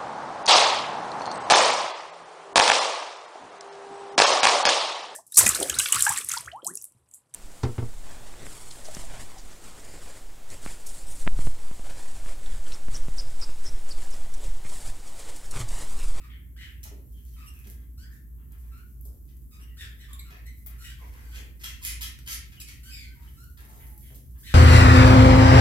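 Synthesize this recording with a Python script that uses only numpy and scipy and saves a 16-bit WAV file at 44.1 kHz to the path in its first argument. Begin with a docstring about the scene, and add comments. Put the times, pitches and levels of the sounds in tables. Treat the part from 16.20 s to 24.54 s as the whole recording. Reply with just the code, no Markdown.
"""A soft cluck and a raspy squawk come first, over a low wavering hum, a rumble and a faint hiss.
Young chickens potter about on wood shavings in a bare, ringing indoor pen under a heat lamp.
They peep, cluck, squawk, peck, tread and scratch; one kicks the litter four times, close by.
Voices are shaken harmonic tones mixed with air noise; feet and beaks are short bursts of shaped noise.
One hard double tick is a few fading sine waves; the pen adds dense, fading reflections."""
import sys
import numpy as np
from scipy import signal
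from scipy.fft import rfft, irfft
from scipy.io import wavfile

SR = 44100
rng = np.random.default_rng(int(sys.argv[2]) if len(sys.argv) > 2 else 0)


def to_wav(sig):
    """Store sig (one row per channel, or 1-D mono) as 16-bit WAV at the path in sys.argv[1].

    Samples outside -1..1 are clipped; the rate is SR.
    """
    pcm = np.clip(np.atleast_2d(sig), -1, 1) * 32767
    pcm = np.round(pcm).astype(np.int16)
    wavfile.write(sys.argv[1], SR, pcm.T)  # frames by channels


N = 367794

# Levels of single sounds in the tables are those before the pen's mix.
# colour of dry shavings sliding on each other: (pitch_hz, level_db)
LITTER = [(250, 0), (600, -31), (1000, -16), (1400, -10.5), (1900, 0), (2400, -1), (3100, 0), (4200, -1.5),
          (6000, 2), (9000, -2), (12000, 6.5), (14000, -1.5), (16000, -15)]
EDGE_HZ = 15900  # top of the whole sound's band


def gain_of(db):
    """Turns decibels into a factor of amplitude."""
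    return 10 ** (np.asarray(db) / 20)


def evened(x):
    """Scales a signal to an average (RMS) strength of 1."""
    return x / np.sqrt(np.mean(x ** 2) + 1e-20)


def read(points, hz):
    """Reads a curve of (pitch_hz, value) points, with pitch spaced by ratio as in hearing."""
    point_hz, value = np.transpose(points)
    return np.interp(np.log(hz + 1), np.log(point_hz + 1), value)


def add(mix, start_s, sound):
    """Adds a sound to the mix at its start time, cut off at the end of the mix."""
    part = mix[max(round(start_s * SR), 0):][:len(sound)]
    part += sound[:len(part)]


def over_time(points, t):
    """Reads a curve of (time_s, value) points along straight lines."""
    return np.interp(t, *np.transpose(points))


def coloured(x, spectrum, tilt_db=0):
    """Multiplies x by a spectrum, tilted by so many dB an octave around 3000 Hz."""
    hz = np.fft.rfftfreq(x.shape[-1], 1 / SR)
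    octaves = np.log2(np.maximum(hz, 800) / 3000)  # the tilt goes no further below 800 Hz
    return irfft(rfft(x) * gain_of(read(spectrum, hz) + tilt_db * octaves), x.shape[-1])


def wander(count, hz):
    """Smooth chance movement, of average strength 1, mostly slower than the given rate."""
    smoother = signal.butter(2, hz, fs=SR, output="sos")
    noise = rng.standard_normal(count + 2000)  # the first 2000 let the filter settle
    return evened(signal.sosfilt(smoother, noise)[-count:])


def crackle(count, per_s, spread_db):
    """Countless tiny slips of uneven size at chance moments."""
    size = gain_of(spread_db * np.minimum(rng.exponential(1, count), 4))
    return size * rng.standard_normal(count) * (rng.random(count) < per_s / SR)


def paired(two):
    """Blends two unrelated signals into a diffuse field: more alike in the bass than in the treble."""
    # (pitch_hz, left_right_likeness from -1 to 1)
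    likeness = [(60, 0.52), (125, 0.9), (250, 0.83), (500, 0.24), (1000, -0.37), (2000, -0.032),
                (16000, 0.072)]
    a, b = rfft(two)
    same = np.clip(read(likeness, np.fft.rfftfreq(two.shape[1], 1 / SR)), -1, 1)
    mid = a * np.sqrt((1 + same) / 2)
    side = b * np.sqrt((1 - same) / 2)
    return irfft(np.array([mid + side, mid - side]), two.shape[1])


def lamp_hum():
    """A low tone whose pitch drifts and whose strength and phase waver by chance."""
    # slow level of the hum: (time_s, level_db)
    hum_level = [(0.0, -43.5), (2.46, -44), (2.49, -38), (2.62, -52), (2.9, -39), (2.97, -56), (3.02, -44),
                 (5.2, -42.5), (5.6, -47), (5.78, -37.5), (6.13, -48), (6.2, -40.5), (6.3, -48),
                 (6.88, -44.5), (8.06, -48.5), (8.15, -36), (8.22, -48), (8.34, -41)]
    base_hz, drift = 58.27, 0.0082  # drift is a share of the pitch
    waver_depth, waver_hz = 0.29, 6.5
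    turns = np.cumsum(base_hz * (1 + drift * wander(N, hz=4.5))) / SR
    # the real part changes the strength, the imaginary part mostly the phase
    waver = 1 + waver_depth * (wander(N, waver_hz) + 1j * wander(N, waver_hz))
    tone = evened((waver * np.exp(2j * np.pi * turns)).real)
    return gain_of(over_time(hum_level, np.arange(N) / SR)) * tone


def building_rumble():
    """Steady wide noise, strongest in the deep bass."""
    # colour of the rumble: (pitch_hz, relative level_db_per_hz)
    rumble_colour = [(15, -55), (30, -18), (45, -5.5), (58, -5.5), (70, -0.5), (80, -1.5), (100, -14),
                     (128, -6), (155, -17.5), (250, -19.5), (330, -25.5), (450, -35), (650, -48),
                     (1500, -59)]
    return gain_of(-49.5) * evened(coloured(paired(rng.standard_normal((2, N))), rumble_colour))


def faint_hiss():
    """Steady wide noise, mostly in the middle and treble."""
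    # colour of the hiss: (pitch_hz, relative level_db_per_hz)
    hiss_colour = [(300, -52), (600, -12), (1100, -7.5), (2000, -13), (3500, -62), (5500, -18), (8000, -8),
                   (10000, -8), (12000, 5), (14500, -2), (16000, -12)]
    return gain_of(-65.5) * evened(coloured(paired(rng.standard_normal((2, N))), hiss_colour))


def stirring(per_s=900, spread_db=5.0, bright_db=8):
    """Single chips tick here and there under the flock: sparse slips with the litter's colour."""
    # level of the flock's fine rustle: (time_s, level_db)
    rustle_level = [(0, -93), (.55, -70), (.8, -69.5), (1.5, -58.5), (1.7, -77), (2.15, -92), (2.4, -64.5),
                    (3.05, -72.5), (3.5, -68), (4.9, -66), (5.35, -70), (6.6, -67), (7.25, -63), (7.7, -61),
                    (8.1, -68), (8.34, -79)]
    ticks = evened(coloured(crackle(N, per_s, spread_db), LITTER, bright_db))
    return gain_of(over_time(rustle_level, np.arange(N) / SR)) * ticks


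def treads(swell_s=0.0041, skirt_db=-17):
    """Soft pushes of a bird's weight on the bedding: fading noise around one pitch."""
    # dull treads and wing pushes: (start_s, fade_s, level_db, centre_hz)
    pushes = [(0.651, 0.011, -51.5, 1010), (0.711, 0.011, -49.5, 350), (0.778, 0.015, -55, 298),
              (1.459, 0.018, -53, 282), (2.85, 0.042, -58.5, 370), (3.62, 0.31, -77, 446),
              (4.115, 0.029, -57, 650), (4.81, 0.038, -58.5, 500), (5.16, 0.075, -57.5, 370),
              (7.389, 0.21, -65, 800), (7.49, 0.11, -59.5, 700), (7.9, 0.032, -58.5, 465)]
    out = np.zeros(N)
    t = np.arange(SR // 2) / SR
    for start_s, fade_s, level_db, hz in pushes:
        hump = [(hz / 8, -50), (hz / 8.5, skirt_db), (hz, 0), (hz * 2.94, skirt_db), (hz * 12, -60)]
        force = np.minimum(t / swell_s, 1) * np.exp(-np.maximum(t - swell_s, 0) / fade_s)
        noise = evened(coloured(rng.standard_normal(len(t)), hump))
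        add(out, start_s, gain_of(level_db) * force * noise)
    return out


def chips(count, bright_db):
    """One handful of shavings, with resonances of its own, catching and slipping."""
    hz = np.geomspace(500, 16000, 60)
    own_colour = np.column_stack([hz, read(LITTER, hz) + 3.6 * rng.standard_normal(len(hz))])
    catching = gain_of(4 * wander(count, 70))
    slips = crackle(count, per_s=2800, spread_db=2.5) * catching
    less_bass = [(100, -25), (500, 0), (16000, 0)]
    return coloured(coloured(slips, own_colour, bright_db), less_bass)


def scratches():
    """A claw gathers speed through the shavings, then the chips settle; speed sets the loudness."""
    # feet raking the litter: (start_s, swell_s, fade_s, level_db, brightness_db_per_octave)
    rakes = [(0.63, 0.0019, 0.03, -43.5, 0.5), (.965, 0.011, 0.038, -70, -8),
             (1.054, 0.004, 0.086, -64.5, -1), (1.26, 0.014, 0.66, -69.5, -12),
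             (1.439, 0.0078, 0.0097, -55, -6), (1.9, 0.035, 0.035, -60, 2.5),
             (2.179, 0.0053, .05, -68.5, -16.5), (2.304, 0.013, 0.03, -63.5, -13),
             (2.426, 0.015, 0.04, -67, -14), (2.84, 0.014, 0.021, -49, 10),
             (3.077, 0.0043, 0.024, -64.5, -4.5), (3.386, 0.0069, 0.029, -59, -11.5),
             (3.99, 0.018, 0.062, -73, 12), (4.103, .005, 0.068, -53.5, -10.5),
             (4.374, 0.0068, 0.026, -56.5, 11), (4.466, 0.0021, 0.079, -58.5, -10),
             (4.789, 0.0092, 0.4, -63.5, -2), (4.92, 0.012, 0.18, -59, -15), (5.11, 0.047, 0.043, -46, -5),
             (5.393, 0.011, 0.069, -49, -4), (5.434, 0.0058, 0.04, -35.5, -3),
             (5.615, 0.054, 0.036, -31.5, 0), (5.809, 0.0063, 0.037, -32.5, -0.5),
             (6.058, 0.026, 0.049, -36.5, -2.5), (6.098, 0.02, 0.023, -32.5, -0.5),
             (6.318, 0.0057, 0.013, -50.5, -6), (6.399, 0.003, 0.0068, -36.5, 0),
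             (6.47, 0.013, 0.037, -46.5, -3), (7.019, 0.0059, 0.061, -61.5, -8),
             (7.371, 0.0017, 0.075, -56.5, -8), (7.482, 0.017, 0.13, -58.5, 2), (7.57, 0.03, 0.27, -54, 24),
             (7.77, 0.046, 0.19, -56.5, 8), (7.939, 0.012, 0.018, -51.5, 4),
             (8.147, 0.0055, 0.031, -64.5, -13.5), (8.171, 0.023, 0.19, -54, 9)]
    out = np.zeros(N)
    t = np.arange(16384) / SR
    for start_s, swell_s, fade_s, level_db, bright_db in rakes:
        gather = np.minimum(t / swell_s, 1) ** 0.69
        settle = np.exp(-(np.maximum(t - swell_s, 0) / fade_s) ** 1.13)
        speed = gather * settle
        rustle = speed * sum(chips(len(t), bright_db) for _ in range(3))
        # a short scratch keeps no more energy than its speed curve holds
        add(out, start_s, gain_of(level_db) * evened(rustle) * np.sqrt(np.mean(speed ** 2)))
    return out


def pecks():
    """Each tap is a snap of litter-coloured noise, fading within a few milliseconds."""
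    # beak taps and snapping chips: (start_s, level_db, brightness_db_per_octave)
    taps = [(.638, -39.5, 6), (1.138, -56, 8), (1.474, -51, -1), (2.321, -50, 9), (2.811, -44.5, 25),
            (3.169, -57, 8), (4.106, -46.5, -7), (4.266, -50, 6), (4.938, -53.5, -3), (5.989, -46, -3.5),
            (7.24, -53, 15), (7.778, -44.5, 15), (7.958, -45, 23)]
    out = np.zeros(N)
    t = np.arange(2048) / SR
    for start_s, level_db, bright_db in taps:
        snap = np.exp(-t / .0035)
        noise = evened(coloured(rng.standard_normal(len(t)), LITTER, bright_db))
        add(out, start_s, gain_of(level_db) * snap * noise)
    return out


def hard_peck():
    """A beak hits something hard and rebounds: a double tick that rings briefly and very high."""
    # the two hits: (start_s, level_db)
    hits = [(4.4632, -28), (4.4647, -31.5)]
    # what rings: (pitch_hz, level_db, time_to_fade_60_db_s)
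    modes = [(2350, -21, 0.033), (12000, -2.5, .006), (13400, 0, 0.0035), (15010, -3, .006)]
    out = np.zeros(N)
    t = np.arange(2048) / SR
    ring = sum(gain_of(db - 60 * t / t60) * np.sin(2 * np.pi * hz * t) for hz, db, t60 in modes)
    for start_s, level_db in hits:
        add(out, start_s, gain_of(level_db) * ring)
    return out


def syrinx(t, hz, rough, bright_db, half_tones=1.28, overtone_db=-7, slope_db=-4):
    """A high harmonic tone; strain shakes its pitch, makes cycles alternate and lets air through."""
    # a chick's throat and beak: (pitch_hz, level_db)
    throat = [(500, -26), (1000, 4.5), (1400, -2), (1950, -3), (2500, -5.5), (3000, 0), (3400, 2),
              (3700, 1), (4350, 1), (5000, 2), (5600, -1.5), (6400, -4), (7800, 2), (9500, -9), (11700, 1),
              (16000, -23)]
    # hoarse rush of air: (pitch_hz, level_db)
    rasp = [(700, -31), (1200, -16.5), (1600, 2), (2000, 4.5), (2450, 6.5), (3000, -3), (3600, -5.5),
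            (4300, -28), (5500, -16), (8000, -8), (12000, -16), (16000, -19)]
    shake = (.028 + .065 * rough) * wander(len(t), 300)
    phase = 2 * np.pi * np.cumsum(hz * (1 + shake)) / SR
    k = np.arange(2, 21)[:, None] / 2  # 1, 1.5, 2 ... 10 times the pitch
    harmonic_db = overtone_db * (k >= 2) + (slope_db + bright_db) * np.log2(k)
    # tones halfway between harmonics make every other cycle differ
    kind = np.where(k % 1 == 0, 1, half_tones * rough / np.sqrt(k))
    weight = kind * gain_of(harmonic_db) * (k * hz < EDGE_HZ)
    buzz = (weight * np.sin(k * phase)).sum(0) / np.sqrt((weight ** 2).sum(0))
    tone = evened(coloured(buzz, throat))
    air = evened(coloured(rng.standard_normal(len(t)), rasp, np.mean(bright_db)))
    air_share = .4 * np.clip(rough, 0, 1)
    rattle = gain_of((1.5 + 3.5 * rough) * wander(len(t), 200))
    return evened(rattle * (np.sqrt(1 - air_share) * tone + np.sqrt(air_share) * air))


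def beak(x, hz, lift_db=6.5, half_width=0.078):
    """The open beak lifts one band of the voice; half_width is a share of the band's pitch."""
    offset = (np.fft.rfftfreq(len(x), 1 / SR) / hz - 1) / half_width
    return evened(irfft(rfft(x) * gain_of(lift_db / (1 + offset ** 2)), len(x)))


def peeps():
    """Short, thin glides of the voice with hardly any roughness."""
    # (start_s, length_s, level_db, first_pitch_hz, last_pitch_hz, brightness_db_per_octave)
    glides = [(0.915, 0.11, -73, 3130, 3130, -5), (1.132, 0.033, -68.5, 3160, 3080, -14),
              (1.208, 0.038, -61, 2820, 2390, -5), (1.256, 0.046, -54.5, 2953, 2683, 6.5),
              (1.317, 0.12, -66.5, 2670, 2466, -18), (3.33, 0.055, -69, 2494, 2595, -13),
              (3.399, 0.051, -60.5, 2707, 2950, 6), (3.45, 0.1, -69, 2940, 2756, -21),
              (3.48, 0.11, -73, 2070, 1810, -12), (3.93, 0.0067, -41.5, 3570, 3680, 13.5),
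              (3.981, 0.043, -57, 2433, 1966, 1), (3.992, 0.0082, -42, 3830, 4110, 10),
              (4.178, 0.019, -64, 2280, 1960, -4), (6.36, 0.054, -58.5, 3090, 2700, -26),
              (6.405, 0.021, -45.5, 2620, 2370, 5.5), (6.462, 0.043, -53, 2150, 2336, 4),
              (7.067, 0.038, -65, 3090, 3006, -21)]
    out = np.zeros(N)
    for start_s, length_s, level_db, first_hz, last_hz, bright_db in glides:
        t = np.arange(0, length_s, 1 / SR)
        tone = syrinx(t, np.linspace(first_hz, last_hz, len(t)), .05, bright_db)
        add(out, start_s, gain_of(level_db) * tone * signal.windows.tukey(len(t), .7))
    return out


def clucks():
    """A soft note glides up or down; it swells, holds, and dulls as the beak closes."""
    # (start_s, length_s, level_db, first_pitch_hz, last_pitch_hz, roughness 0-1,
    #  brightness_db_per_octave, beak_resonance_hz)
    notes = [(0.0, 0.062, -58, 1342, 1207, 0.65, 2.5, 2600),
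             (1.155, 0.11, -58.5, 1326, 1216, 0.42, 1.5, 2540),
             (1.774, 0.073, -57, 1345, 1670, 0.1, 5, 4940),
             (1.84, 0.12, -63.5, 1631, 1728, 0.68, -20, 1830),
             (2.513, .105, -60.5, 1319, 1487, 0.13, -1.5, 2500),
             (3.309, 0.061, -59, 1226, 1257, 0.15, 5.5, 2480),
             (3.879, 0.095, -58.5, 1246, 1098, 0.54, 1.5, 3260),
             (4.046, 0.068, -59.5, 1440, 1306, 0.3, 0, 2680),
             (4.257, 0.034, -52.5, 2006, 2073, 0.14, 2.5, 2200),
             (4.581, 0.047, -52, 1388, 1463, 0.2, 7.5, 1430),
             (4.787, 0.083, -57.5, 1090, 970, 0.5, -3, 2120),
             (5.002, 0.14, -61, 1596, 1490, 0.19, 6.5, 1550),
             (5.611, 0.021, -61.5, 1060, 1016, .5, -10, 1000),
             (5.796, 0.034, -61.5, 1005, 980, 0.54, -10, 1020),
             (6.629, 0.075, -51, 1484, 1574, 0.31, 6.5, 3050),
             (6.846, 0.087, -66, 1495, 1570, 0, 4.5, 1550), (6.949, 0.13, -66.5, 999, 883, 0.66, 1, 1900),
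             (7.162, 0.088, -58.5, 1290, 1463, 0.01, 5, 1410),
             (7.554, 0.21, -68.5, 921, 820, 0.37, -11, 840)]
    swell_share, onset_db = 0.21, -1  # part of the length spent swelling; the level it swells from
    dulling_db = 5  # brightness lost from start to end, per octave
    out = np.zeros(N)
    for start_s, length_s, level_db, first_hz, last_hz, rough, bright_db, beak_hz in notes:
        t = np.arange(0, length_s, 1 / SR)
        part = t / length_s
        swell_db = np.interp(part, [0, swell_share], [onset_db, 0])
        hz = first_hz + (last_hz - first_hz) * part
        tone = beak(syrinx(t, hz, rough, bright_db + dulling_db * (.5 - part)), beak_hz)
        add(out, start_s, gain_of(level_db + swell_db) * tone * signal.windows.tukey(len(t), .15))
    return out


def squawks():
    """The pitch leaps up and holds as the level climbs; at the top the voice turns raspier and sinks."""
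    # (start_s, rise_s, fall_s, level_db, top_pitch_hz, roughness (about 0-1),
    #  brightness_db_per_octave, beak_resonance_hz)
    calls = [(.075, 0.034, .07, -55, 2072, 1.18, -7.5, 3200), (.358, 0.058, .08, -46, 2010, 0.79, -1, 3030),
             (3.565, 0.041, .07, -43, 1842, 0.54, 2.5, 3530),
             (3.78, 0.029, .06, -51.5, 2008, 0.37, 1.5, 3250),
             (4.605, .045, .08, -45, 1941, 0.7, 4.5, 2970),
             (6.682, .05, .135, -43.5, 2524, 0.24, 2.5, 4900),
             (7.579, 0.027, .085, -60, 2117, 0.77, -9, 2870),
             (7.805, 0.039, .085, -60, 2160, 0.8, -0.5, 3220),
             (8.225, .05, .08, -41.5, 2004, 0.73, 2, 3900)]
    # shares of the roughness: at the start, on reaching pitch, at the top, at the end
    rough_shares = (0.152, .35, .75, 1.25)
    pitch_shares = [.7, 1, 1, .8]  # shares of the top pitch at the same four moments
    dulling_db = 5  # brightness lost from start to end as the beak closes, per octave
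    out = np.zeros(N)
    for start_s, rise_s, fall_s, level_db, top_hz, rough, bright_db, beak_hz in calls:
        length_s = rise_s + fall_s
        t = np.arange(0, length_s, 1 / SR)
        stages = [0, rise_s * .5, rise_s, length_s]  # the pitch is up halfway through the rise
        hz = top_hz * np.interp(t, stages, pitch_shares)
        swell_db = np.interp(t, [0, rise_s, length_s], [-14, 0, -11])
        strain = np.clip(rough * np.interp(t, stages, rough_shares), 0, 1)
        tone = beak(syrinx(t, hz, strain, bright_db + dulling_db * (.5 - t / length_s)), beak_hz)
        add(out, start_s, gain_of(level_db + swell_db) * tone * signal.windows.tukey(len(t), .12))
    return out


def pen(x, direct_db, wet_db, left_lag):
    """The straight path may reach one side first; dense reflections from near walls die by band."""
    # how long the pen rings: (pitch_hz, time_to_fade_60_db_s)
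    ringing = [(200, 0.75), (800, 0.39), (2000, 0.5), (5500, 0.33), (10000, 0.27), (16000, 0.11)]
    echoes = rng.standard_normal((2, SR)) * (rng.random((2, SR)) < 5000 / SR)  # about 5000 a second
    hz, t, bands = signal.stft(paired(echoes), SR, nperseg=256)
    fade = gain_of(-60 * t / read(ringing, hz)[:, None])
    tail = signal.istft(bands * fade, SR, nperseg=256)[1]
    # silent for 2 ms, then rising to full over the next 2 ms
    tail = tail * np.clip(np.arange(tail.shape[1]) / SR / 0.002 - 1, 0, 1)
    tail = tail / np.linalg.norm(tail, axis=1, keepdims=True)
    wet = signal.fftconvolve(x[None], tail, axes=1)[:, :N]
    direct = np.array([np.roll(x, left_lag), x])  # lag in samples; below zero the left is first
    return gain_of(direct_db) * direct + gain_of(wet_db) * wet


def scene(tick_right_db=-3):
    """Voices, feet and beaks sound in the pen, over the hum, rumble and hiss."""
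    background = lamp_hum() + building_rumble() + faint_hiss()
    feet = pen(stirring() + treads() + scratches(), direct_db=-3.5, wet_db=-0.5, left_lag=10)
    beaks = pen(pecks(), direct_db=0, wet_db=0, left_lag=0)
    tick = pen(hard_peck(), direct_db=-4, wet_db=3.5, left_lag=-8)
    tick = tick * gain_of([[0], [tick_right_db]])  # close on the left
    chicks = pen(peeps(), direct_db=1, wet_db=0, left_lag=4)
    voices = pen(clucks() + squawks(), direct_db=-4, wet_db=-1.1, left_lag=-4)
    return background + feet + beaks + tick + chicks + voices


def record(dry):
    """Left and right each get their own colour; then a low-pass filter cuts the highest treble."""
    # (pitch_hz, left_minus_right_db)
    balance = [(60, -1.3), (250, 1), (600, 1.5), (2000, 1.5), (4000, 1.5), (8000, -2.5), (12000, -3),
               (16000, 21.5)]
    lean = gain_of(read(balance, np.fft.rfftfreq(N, 1 / SR)) / 2)
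    sides = irfft(rfft(dry) * np.array([lean, 1 / lean]), N)
    low_pass = signal.firwin(511, EDGE_HZ, window=("kaiser", 9), fs=SR)
    return signal.oaconvolve(sides, low_pass[None], "same")


dry = scene()
out = record(dry)
to_wav(out)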